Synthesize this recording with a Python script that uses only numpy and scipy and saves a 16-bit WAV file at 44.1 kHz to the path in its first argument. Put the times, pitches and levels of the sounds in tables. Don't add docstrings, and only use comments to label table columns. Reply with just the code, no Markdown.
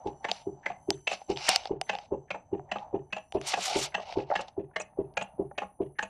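import sys
import numpy as np
from scipy import signal
from scipy.io import wavfile
from scipy.ndimage import uniform_filter1d

SR = 44100
rng = np.random.default_rng(int(sys.argv[2]) if len(sys.argv) > 2 else 0)


def elevation(decibels):
    levels = np.asarray(decibels, float)
    return 10 ** (levels / 20)


def inscribe(sig):
    pcm = np.round(np.clip(np.atleast_2d(sig).T, -1, 1) * 32767)
    wavfile.write(sys.argv[1], SR, pcm.astype(np.int16))


N = 268772

# [t/s, level/dB, overtone level/dB, rod tick level/dB, rod tick lag/s]
THUMPS = [(0.059, -22.5, -5, 3, 0.021), (0.469, -20.5, -10, -41, 0.0078), (0.886, -17, -8, 1, 0.0035),
          (1.297, -17, -2, -8, 0.011), (1.707, -18, -4.5, -3, 0.0073), (2.12, -18.5, -5.5, -5.5, 0.0088),
          (2.528, -17.5, -4, 1, .003), (2.94, -17, -4, 0, 0.0029), (3.35, -17.5, -4.5, 7, 0.015),
          (3.757, -16, -2.5, -3, 0.015), (4.17, -17, -2.5, 13, 0.015), (4.579, -18.5, -6.5, -2.5, 0.014),
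          (4.986, -17.5, -4, -7.5, 0.013), (5.394, -16.5, -4.5, -17.5, 0.011), (5.803, -17, -7.5, 1, .012)]
# [f/Hz, level/dB, t60/s]
FRAME = [(63.3, -20.5, .45), (98.4, -8, 0.14), (144, -17, 0.19), (193.4, -7, 0.11), (312, -9.5, 0.094),
         (357.2, -10, 0.068), (392, -7.5, 0.094)]


def thumps():
    s, db = np.transpose(THUMPS)[:2]
    t = np.arange(round(.013 * SR)) / SR
    swell = np.sin(np.pi * (t / t[-1]) ** 2.24)
    shove = swell * np.sin(2 * np.pi * 385 * t) / len(t) * 6.25
    after = np.arange(SR // 5) / SR
    knock = ring(np.pad(shove, (0, len(after) - len(t))), FRAME[4:])

    def choked(seconds):
        return knock * elevation(-14 * np.clip((after - seconds) / .007, 0, 1))

    out = strike(s - .006, db, [choked(.037)] * len(s))
    out += strike(s + 0.049, db - 15.5, [choked(.025)] * len(s))
    push = np.hanning(round(0.0018 * SR))
    out += high_pass(ring(strike(s, db - 43.0, [push] * len(s)), FRAME[:4]), 80)
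    t = np.arange(round(0.051 * SR)) / SR
    rocking = np.sin(np.pi * t / t[-1]) * np.sin(2 * np.pi * 137 * t)
    return out + ring(strike(s + 0.04, db - 61, [rocking] * len(s)), FRAME[2:3])


# [f/Hz, level/dB, t60/s]
FRAME_OVERTONES = [(455, -8, .04), (520, -8, .04), (605, -7, .045), (700, -11, .05), (820, -10, .05)]
# [f/Hz, level/dB, t60/s]
CRANK = [(1764, 5.5, 0.048), (1880, -13, 0.005), (2020, 4, 0.018), (2661, 9, 0.034), (2874, -23.5, 0.09),
         (3600, -32, 0.025), (4100, -33.5, .012), (5940, -15, 0.0041), (6740, 3, 0.045), (7685, -17, .015),
         (8750, -51, 0.004)]


def rod_rattle():
    s, db, overtone_db, tick_db, tick_lag = np.transpose(THUMPS)
    db_over = db + overtone_db
    slack = [chatter(0.01, 2400) for _ in s]
    out = blows(s - .014, db_over - 13.5, slack, FRAME_OVERTONES[2:], vary_db=5.5, soft_hz=980)
    fade = np.exp(-np.arange(2400) / SR / 0.033) * 2.0
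    dying = [chatter(0.053, 1500) * fade for _ in s]
    out += blows(s - .006, db_over - 4.0, dying, FRAME_OVERTONES, vary_db=5.0, soft_hz=1018.5)
    rod = loose(CRANK[:6] + [(1500, 0.0081, .04)])
    ticks = 0
    for lag, drop_db in ((.0, 40.8), (.013, 42.8), (.045, 49)):
        contacts = [chatter(.012, 4000) for _ in s]
        ticks = ticks + blows(s + tick_lag + lag, db + tick_db - drop_db, contacts, rod, vary_db=1.0, soft_hz=3500)
    return out + high_pass(ticks, 2000)


# [t/s, level/dB, web level/dB, shaft level/dB, sheen level/dB]
CLACKS = [(0.246, -14, -3, -15.5, -33), (0.661, -19.5, 5.5, -25, -25), (1.073, -20.5, -31, 10, 3),
          (1.482, -18.5, 9.5, -3.5, -1.5), (1.894, -17, 3, -1.5, -14), (2.307, -19, -3, 0.5, -17),
          (2.717, -17.5, -5.5, 1, -16.5), (3.128, -19.5, -6.5, 4, -9.5), (3.537, -13.5, -2, -2, -14),
          (3.946, -18.5, 0, 2, -20), (4.356, -14.5, 4.5, -8, -18), (4.762, -17.5, 4.5, -7.5, -20),
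          (5.172, -15, 0, 1.5, -2.5), (5.581, -15, -3, -3.5, -7), (5.989, -19.5, 7.5, -17, -8)]
# [t/s, level/dB, brightness/dB, gap between bounces/s]
REBOUNDS = [(0.286, -22.5, -5, 0.0085), (0.7, -25.5, -9, 0.015), (1.113, -21, 0.5, 0.016),
            (1.932, -20, -9.5, 0.014), (2.345, -20, -17.5, 0.0097), (2.756, -19, -12.5, 0.0097),
            (3.165, -24.5, -2, 0.015), (3.574, -18.5, -26, 0.011), (3.979, -21, -23, 0.018),
            (4.391, -19.5, -9, 0.012), (4.8, -20, -7, 0.0084), (5.212, -18.5, -6, 0.0096),
            (5.619, -17.5, -15, 0.011), (6.026, -19, -5.5, 0.0073)]


def clacks():
    s, db, web_db, shaft_db, sheen_db = np.transpose(CLACKS)
    landings = [chatter(0.017, 7000, 1.5) for _ in s]
    out = pin(s - .001, db, web_db, shaft_db, sheen_db, landings, soft_hz=8330)
    s, db, bright_db, gap = np.transpose(REBOUNDS)
    bounces = []
    for g in gap:
        first, second = chatter(0.014, 5000, 1.1), chatter(0.013, 4600, 1.4)
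        bounces.append(first + 0.57 * np.roll(second, round(g * SR)))
    return out + pin(s + 0.00045, db, bright_db - 13.0, bright_db, bright_db + 6, bounces, soft_hz=7360)


# [f/Hz, level/dB, t60/s]
CAN = [(460, -16.5, 0.024), (627, 0.5, 0.084), (712, 5.5, 0.04), (804.4, 10.5, 0.034), (1076, -5.5, 0.039)]


def pin(s, db, web_db, shaft_db, sheen_db, shapes, soft_hz):
    early = s - .003
    can = blows(early, db - 17.5, shapes, CAN, vary_db=1.5, soft_hz=2350)
    web = blows(early, db + web_db - 11.0, shapes, loose(CRANK[:3]), vary_db=2.0, soft_hz=soft_hz)
    shaft = blows(early, db + shaft_db - 9.0, shapes, loose(CRANK[3:7]), vary_db=2.0, soft_hz=soft_hz)
    sheen = blows(early, db + sheen_db - 15.5, shapes, loose(CRANK[7:]), vary_db=7.5, soft_hz=soft_hz)
    frame = blows(s, db - 21, shapes, FRAME[3:4], vary_db=3.0, soft_hz=300)
    grit = band_pass(strike(early, db - 16.5, shapes), 583, 3940, order=4)
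    rattle = high_pass(web + shaft, 1500) + high_pass(high_pass(sheen, 7400), 7400) + grit
    return high_pass(can, 350) + low_pass(rattle, 9300, order=8) + frame


# [lead/s, level under the clack/dB]
SLIDES = [(.02, -43), (.034, -30), (.03, -55), (.03, -42), (.03, -36), (.03, -34), (.03, -38), (.028, -42),
          (.03, -33), (.03, -31), (.03, -31), (.03, -42), (.03, -52), (.034, -51), (.04, -40)]


def pin_slide():
    s, db = np.transpose(CLACKS)[:2]
    lead, under_db = np.transpose(SLIDES)
    scrapes = [chatter(d, 5000, .9) for d in lead]
    return high_pass(blows(s - lead, db + under_db, scrapes, loose(CRANK[:3]), vary_db=2.5, soft_hz=3000), 1300)


# [t/s, level/dB]
SQUEAKS = [
    (4.813, -35),
    (5.22, -41.5),
]
# [f/Hz, level/dB, t60/s]
BEARING = [(6254, 3, 0.044), (8000, -3, 0.02), (4300, -24, .006)]


def squeaks():
    s, db = np.transpose(SQUEAKS)
    slips = [chatter(0.014, 6700) for _ in s]
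    return high_pass(blows(s, db, slips, BEARING, vary_db=0.0, soft_hz=9000), 2930)


def fingers():
    return high_pass(finger_ticks() + finger_knocks() + finger_rub(), 510)


# [t/s, level/dB, hollow ring level/dB, top f/Hz]
TICKS = [(0.0722, -33.5, -24, 7080), (0.3151, -7, -18.5, 6500), (0.9047, -13, -8.5, 12000),
         (1.2161, -50, 15.5, 6000), (1.3018, -20, -9, 7450), (1.361, -26, -15, 4970),
         (1.373, -21.5, -8.5, 6000), (1.4875, -2, -39, 9000), (1.4908, 6.5, -42, 15000),
         (1.5603, -6.5, -16.5, 11000), (1.636, -33, -12, 7500), (1.6557, -16.5, -15.5, 5860),
         (1.6728, -21.5, -17.5, 5500), (1.8137, -12.5, -16, 13000), (1.952, -21.5, -9.5, 5400),
         (1.9644, -26.5, -9.5, 4500), (1.9864, -23.5, -11.5, 7000), (2.5951, -51, 19, 3500),
         (2.7848, -22.5, -23, 4300), (3.3232, -22.5, -19, 9000), (3.3478, -42.5, -8.5, 5880),
         (3.4141, -17.5, -32, 9000), (4.0034, -32.5, -2, 8000), (4.107, -32, -6, 5500),
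         (4.125, -25, -14, 7000), (4.184, -36, -7, 5000), (4.4825, -35.5, -3.5, 7150),
         (5.1392, -51, -24, 7500)]
# [f/Hz, level/dB, t60/s]
CASE = [(1433, -16.5, 0.0048), (3080, -2, 0.0086), (3580, -2, 0.0059), (4734, 5, 0.0026),
        (6440, -9.5, 0.0016), (8650, -13.5, 0.011), (12200, -28.5, 0.0054), (14760, -21.5, .002)]
# [f/Hz, level/dB, t60/s]
HOLLOW = [(754, 2, 0.1), (766, 7.5, 0.05), (830, -12, 0.034)]


def finger_ticks():
    s, db, hollow_db, top_hz = np.transpose(TICKS)
    snaps = [chatter(0.0006, 20000) for _ in s]
    case = blows(s, db - 13.5, snaps, CASE, vary_db=-5.5, soft_hz=top_hz)
    hollow = blows(s, db + hollow_db - 7.5, snaps, loose(HOLLOW), vary_db=2.0, soft_hz=2670)
    return case + hollow + band_pass(strike(s, db - 26.5, snaps), 900, 7000, order=2)


# [t/s, level/dB]
KNOCKS = [
    (4.301, -14),
    (4.313, -15.5),
    (4.322, -18),
    (4.337, -22.5),
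    (4.711, -44.5),
    (4.932, -48),
    (5.124, -68.5),
    (5.512, -31),
]


def finger_knocks():
    s, db = np.transpose(KNOCKS)
    pads = [chatter(.007, 6000) for _ in s]
    dull_modes = CAN[1:] + [(1350, -3, .012), (1750, -8, .01)]
    return blows(s - .001, db - 14, pads, dull_modes, vary_db=2.5, soft_hz=1800)


# [f/Hz, level per Hz/dB]
RUB_COLOUR = [(590, -34), (1000, -3.5), (1410, -11), (2590, -3.5), (5650, -3.5), (10400, -21.5),
              (14100, -37.5), (15500, -47)]
# [f/Hz, level/dB, t60/s]
SHELL = [(2890, -5, 0.009), (5350, 4, 0.0036)]
# [t/s, level/dB]
SHELL_GRIP = [(0.0, -13), (1.0, -13), (1.3, 4), (1.6, 0), (3.4, -13), (3.9, -4), (4.5, -2)]
# [t/s, level/dB]
AT_PORT = [(0.0, -13), (0.3, -24), (1.4, -15), (1.5, -19), (1.7, -24), (3.3, -16), (3.45, -6.5), (3.49, -6),
           (3.53, -14), (3.6, -13), (3.64, -2), (3.7, -4), (3.73, -13.5), (3.76, -21), (3.79, -5),
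           (3.86, -1.5), (3.95, -15)]


def finger_rub():
    grains = rng.standard_normal((2, N)) * elevation(2.1 * rng.exponential(1, (2, N)) + 1.6 * drift(90))
    hiss = coloured(grains, RUB_COLOUR, patchy_db=1.5)
    hollow = rms_one(ring(grains[0], HOLLOW))
    pressure_db, bright_db = stroking()
    pressure = elevation(pressure_db + 0.5 * drift(35))
    cupping = pressure * elevation(-9.5 + 6.5 * drift(12))
    walls = rms_one(ring(low_pass(grains[1], 6000, order=4), SHELL))
    hiss = hiss + elevation(in_time(SHELL_GRIP)[0]) * walls
    low = signal.sosfiltfilt(signal.butter(3, 5830, fs=SR, output="sos"), hiss)
    brighter = np.minimum(pressure / elevation(-40), 1.3) ** 2.1
    hiss = low + (hiss - low) * brighter * elevation(bright_db)
    low = signal.sosfiltfilt(signal.butter(4, 10300, fs=SR, output="sos"), hiss)
    hiss = low + (hiss - low) * elevation(in_time(AT_PORT)[0])
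    return 0.83 * pressure * hiss + cupping * hollow


# [start t/s, length/s, first pressure level/dB, last pressure level/dB, brightness/dB]
STROKES = [(0.074, 0.017, -44.5, -62, 2), (0.245, 0.05, -55, -60, -3), (0.311, 0.11, -46, -58, 11),
           (0.577, 0.11, -103, -56, 6), (1.087, 0.05, -48.5, -33.5, -11.5), (1.172, 0.042, -78, -56.5, -1),
           (1.301, 0.035, -46, -53, 4), (1.37, 0.15, -45.5, -32.5, -7), (1.491, 0.067, -27, -31.5, -11),
           (1.578, 0.1, -48.5, -52, 4), (1.887, 0.17, -56, -61.5, 0), (2.794, 0.042, -58, -71, -9.5),
           (3.348, 0.023, -50, -65.5, -0.5), (3.416, 0.063, -53.5, -34.5, 0), (3.471, 0.03, -36, -31, 5),
           (3.497, 0.047, -31.5, -34.5, -7.5), (3.562, 0.062, -43.5, -40, 7),
           (3.597, 0.061, -39.5, -30, -2), (3.658, 0.066, -29.5, -41, -1.5),
           (3.71, 0.062, -34.5, -35.5, -9), (3.75, 0.092, -35.5, -34.5, 3.5), (3.81, 0.049, -34, -36, -1.5),
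           (3.994, 0.037, -60, -48, -11), (4.056, 0.034, -52, -47.5, -14), (4.104, 0.036, -48, -46, -16),
           (4.171, 0.056, -52.5, -55, -4), (4.27, 0.04, -67.5, -68, -9.5), (4.291, 0.022, -60, -55, -22),
           (4.338, .02, -53, -59, -9), (4.37, 0.022, -46, -57, -2), (4.397, 0.017, -54, -43, 14),
           (4.415, 0.017, -58, -59, 0), (4.485, 0.005, -49.5, -62, 7)]


def stroking():
    press_db_s, lift_db_s = 1502.5, 698
    afterglow_db, afterglow_db_s = -10.5, 305
    t = np.arange(0, N, 40)[:, None] / SR
    s, seconds, first_db, last_db, bright_db = np.transpose(STROKES)
    slide_db = first_db + (last_db - first_db) * np.clip((t - s) / seconds, 0, 1)
    slide_db = slide_db - press_db_s * np.maximum(s - t, 0)
    after = np.maximum(t - s - seconds, 0)
    each_db = slide_db + np.maximum(-lift_db_s * after, afterglow_db - afterglow_db_s * after)
    leading_db = uniform_filter1d(bright_db[np.argmax(each_db, axis=1)], size=15)
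    return [np.interp(np.arange(N) / SR, t[:, 0], v) for v in (np.max(each_db, axis=1), leading_db)]


# [t/s, level/dB]
RUMBLE = [(0.0, -51.5), (0.45, -67), (0.75, -54), (1.15, -93), (1.6, -55.5), (2.3, -72), (2.85, -48.5),
          (3.2, -78.5), (4.1, -51), (4.55, -67.5), (5.3, -59.5), (5.7, -74), (6.09, -81)]
# [f/Hz, level per Hz/dB]
RUMBLE_COLOUR = [(180, -65), (300, -16), (406, -26), (730, 16), (946, -1), (1240, -65), (1560, -19.5),
                 (1700, -29), (4000, -43.5), (5200, -54), (8800, -120)]
# [f/Hz, level per Hz/dB]
BASS_COLOUR = [(12, -1), (25, -13), (45, -1), (80, 2.5), (150, -1.5), (300, -7), (400, -29)]


def rumble(engine):
    near_db, = in_time(RUMBLE)
    white = rng.standard_normal((2, N))
    hump = coloured(white, RUMBLE_COLOUR, patchy_db=2.8)
    blow_db = 10 * np.log10(uniform_filter1d(engine ** 2, size=512) + 1e-14)
    shake = elevation(fading(blow_db, fall_db_s=153) - 33.5)
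    grip = elevation(-49 + 0.51 * (stroking()[0] + 37.0))
    bass = elevation(-64 + 0.23 * (near_db + 60.5))
    return (elevation(near_db) + shake + grip) * hump + bass * coloured(white, BASS_COLOUR, patchy_db=-4.5)


# [t/s, level/dB, brightness/dB]
WHINE = [(0.0, -73, -17.5), (0.45, -72.5, -5.5), (0.62, -78.5, -22), (0.85, -76, 0), (1.55, -58.5, -26),
         (1.72, -115, -1), (1.8, -115, -14), (1.84, -71, 0.5), (2.05, -81, -16), (2.95, -85, -9.5),
         (3.2, -78.5, -3), (3.9, -72, -4), (4.1, -104, -38), (4.3, -101, -13), (4.4, -88, -4.5),
         (4.7, -100, 12.5), (5.2, -93, 13), (6.09, -93, 16.5)]
# [t/s, f/Hz]
WHINE_PITCH = [(0.0, 1504.0), (0.28, 1485.0), (0.56, 1505.0), (0.84, 1532.0), (1.26, 1516.0),
               (1.54, 1531.0), (1.96, 1525.0), (2.52, 1525.0), (3.08, 1518.0), (3.36, 1473.0),
               (3.5, 1518.0), (4.06, 1536.0), (4.34, 1530.0), (4.62, 1540.0), (5.04, 1535.0),
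               (5.46, 1532.0), (5.74, 1514.0), (6.02, 1522.0)]
# [multiple of f, level/dB]
LOWER_ORDERS = [(1, -16), (2, -9), (3, -14.5), (4, 8), (5, -1)]
# [multiple of f, level/dB]
UPPER_ORDERS = [(6, -3), (7, 0), (8, -26), (9, -18)]
# [f/Hz, level per Hz/dB]
HISS_COLOUR = [(1000, -1), (2000, -0.5), (3500, -2), (6000, -20), (10000, -19.5), (12000, -40)]


def whine(gate_db):
    hz, = in_time(WHINE_PITCH)
    lower_db, bright_db = in_time(WHINE)
    phase = 2 * np.pi * np.cumsum(hz * (1 + .0025 * drift(20) + .003 * drift(150))) / SR
    rides = elevation(stroking()[0] - 35.5)
    hiss = coloured(rng.standard_normal((2, N)), HISS_COLOUR, patchy_db=6.5)
    out = elevation(gate_db + 2.5) * hiss + elevation(lower_db - 8.5) * high_pass(hiss, 4000)
    lower = elevation(lower_db - 8.5) + elevation(gate_db - 5.5)
    upper = elevation(np.minimum(lower_db + bright_db, -72)) + elevation(gate_db - 29.0)
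    for gain, orders in ((lower, LOWER_ORDERS), (upper, UPPER_ORDERS)):
        for k, db in orders:
            fuzz = (1 + .55 * drift(120)) * (1 + rides / (gain + 1e-9) * (k > 3))
            out = out + np.sqrt(2) * gain * elevation(db) * fuzz * np.sin(round(k) * phase)
    return out


def suppressor(loud):
    level_db = 10 * np.log10(uniform_filter1d(high_pass(loud, 2500) ** 2, size=256) + 1e-14)
    return fading(np.minimum(level_db - 32, -54), fall_db_s=233)


def room(x):
    t60_s, wall_cut_hz = 0.24, 4500
    out, dull = np.zeros(N), np.exp(-2 * np.pi * wall_cut_hz / SR)
    for k, lag in enumerate((rng.uniform(.011, .037, 8) * SR).astype(int)):
        loop, gain, state = x.copy(), elevation(-60 * lag / SR / t60_s), [0.]
        for i in range(lag, N, lag):
            back, state = signal.lfilter([gain * (1 - dull)], [1, -dull], loop[i - lag:i], zi=state)
            loop[i:i + lag] += back[:N - i]
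        out += (loop - x) * (-1) ** k
    return out


def blows(times, db, shapes, modes, vary_db, soft_hz):
    luck = rng.standard_normal((len(times), len(modes), 2))
    rings, tail = [], round(SR * max(t60 for hz, level_db, t60 in modes))
    for shape, chance, cut_hz in zip(shapes, luck, np.broadcast_to(soft_hz, len(times))):
        force = low_pass(np.pad(shape, (0, tail)), min(cut_hz, .45 * SR), order=5)
        varied = [(hz * (1 + 0.039 * a), level_db + vary_db * b, t60)
                  for (hz, level_db, t60), (a, b) in zip(modes, chance)]
        rings.append(ring(force, varied))
    return strike(times, db, rings)


def strike(times, db, shapes):
    out = np.zeros(N + SR)
    for s, level_db, shape in zip(times, db, shapes):
        i = max(round(s * SR), 0)
        out[i:i + len(shape)] += elevation(level_db) * shape
    return out[:N]


def chatter(seconds, per_s, peaked=1):
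    chance, strength = rng.random((2, 2400))
    u = np.arange(2400) / (seconds * SR)
    window = np.sin(np.pi * np.minimum(u, 1) ** 0.76) ** peaked
    hits = (chance < per_s / SR) * (2 * strength - 1) * window
    return hits / np.sqrt(np.sum(hits ** 2) + 1e-20)


def ring(force, modes):
    out = 0
    for hz, db, t60 in modes:
        r, w = elevation(-60 / (max(t60, .001) * SR)), 2 * np.pi * hz / SR
        out = out + signal.lfilter([0, elevation(db) * np.sin(w)], [1, -2 * r * np.cos(w), r * r], force + 1e-18)
    return out


def loose(modes):
    return [(hz, db, min(t60, 28 / hz)) for hz, db, t60 in modes]


def coloured(source, spectrum, patchy_db):
    hz, db = np.transpose(spectrum)
    edges = hz[0] * 2 ** np.arange(0, np.log2(hz[-1] / hz[0]), 1 / 3)
    out = 0
    for k, (low, high) in enumerate(zip(edges, edges[1:])):
        band = band_pass(source[k % 2], low, high, order=2)
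        level_db = np.interp(np.log(low * high) / 2, np.log(hz), db)
        out = out + band * elevation(level_db + patchy_db * drift(39))
    return rms_one(out)


def drift(rate):
    r = np.exp(-80 * np.pi * rate / SR)
    slow = signal.lfilter([1], [1, -2 * r, r * r], rng.standard_normal(N // 40 + 2002))[2000:]
    return np.interp(np.arange(N) / 40, np.arange(len(slow)), rms_one(slow))


def fading(level_db, fall_db_s):
    ramp = fall_db_s * np.arange(N) / SR
    return np.maximum.accumulate(level_db + ramp) - ramp


def in_time(rows):
    s, *columns = np.transpose(rows)
    return [np.interp(np.arange(N) / SR, s, c) for c in columns]


def rms_one(x):
    return x / np.sqrt(np.mean(x ** 2) + 1e-20)


def high_pass(x, hz):
    return signal.sosfilt(signal.butter(3, hz, "high", fs=SR, output="sos"), x)


def low_pass(x, hz, order):
    return signal.sosfilt(signal.butter(order, hz, fs=SR, output="sos"), x)


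def band_pass(x, low_hz, high_hz, order):
    return signal.sosfilt(signal.butter(order, [low_hz, high_hz], "band", fs=SR, output="sos"), x + 1e-18)


def scene():
    engine = thumps() + rod_rattle() + clacks() + pin_slide()
    loud = engine + elevation(-17) * room(engine) + fingers() + squeaks()
    return (loud + rumble(engine) + whine(suppressor(loud)))[None]


def top_cut(x):
    return signal.sosfilt(signal.butter(12, 15930, fs=SR, output="sos"), x)


def record(dry):
    rounded = .85 * np.tanh(dry / .85)
    band = signal.sosfilt(signal.butter(1, 12, "high", fs=SR, output="sos"), rounded)
    band = signal.sosfilt(signal.cheby2(10, 60, 15600, fs=SR, output="sos"), band)
    return top_cut(band)


dry = scene()
out = record(dry)
inscribe(out)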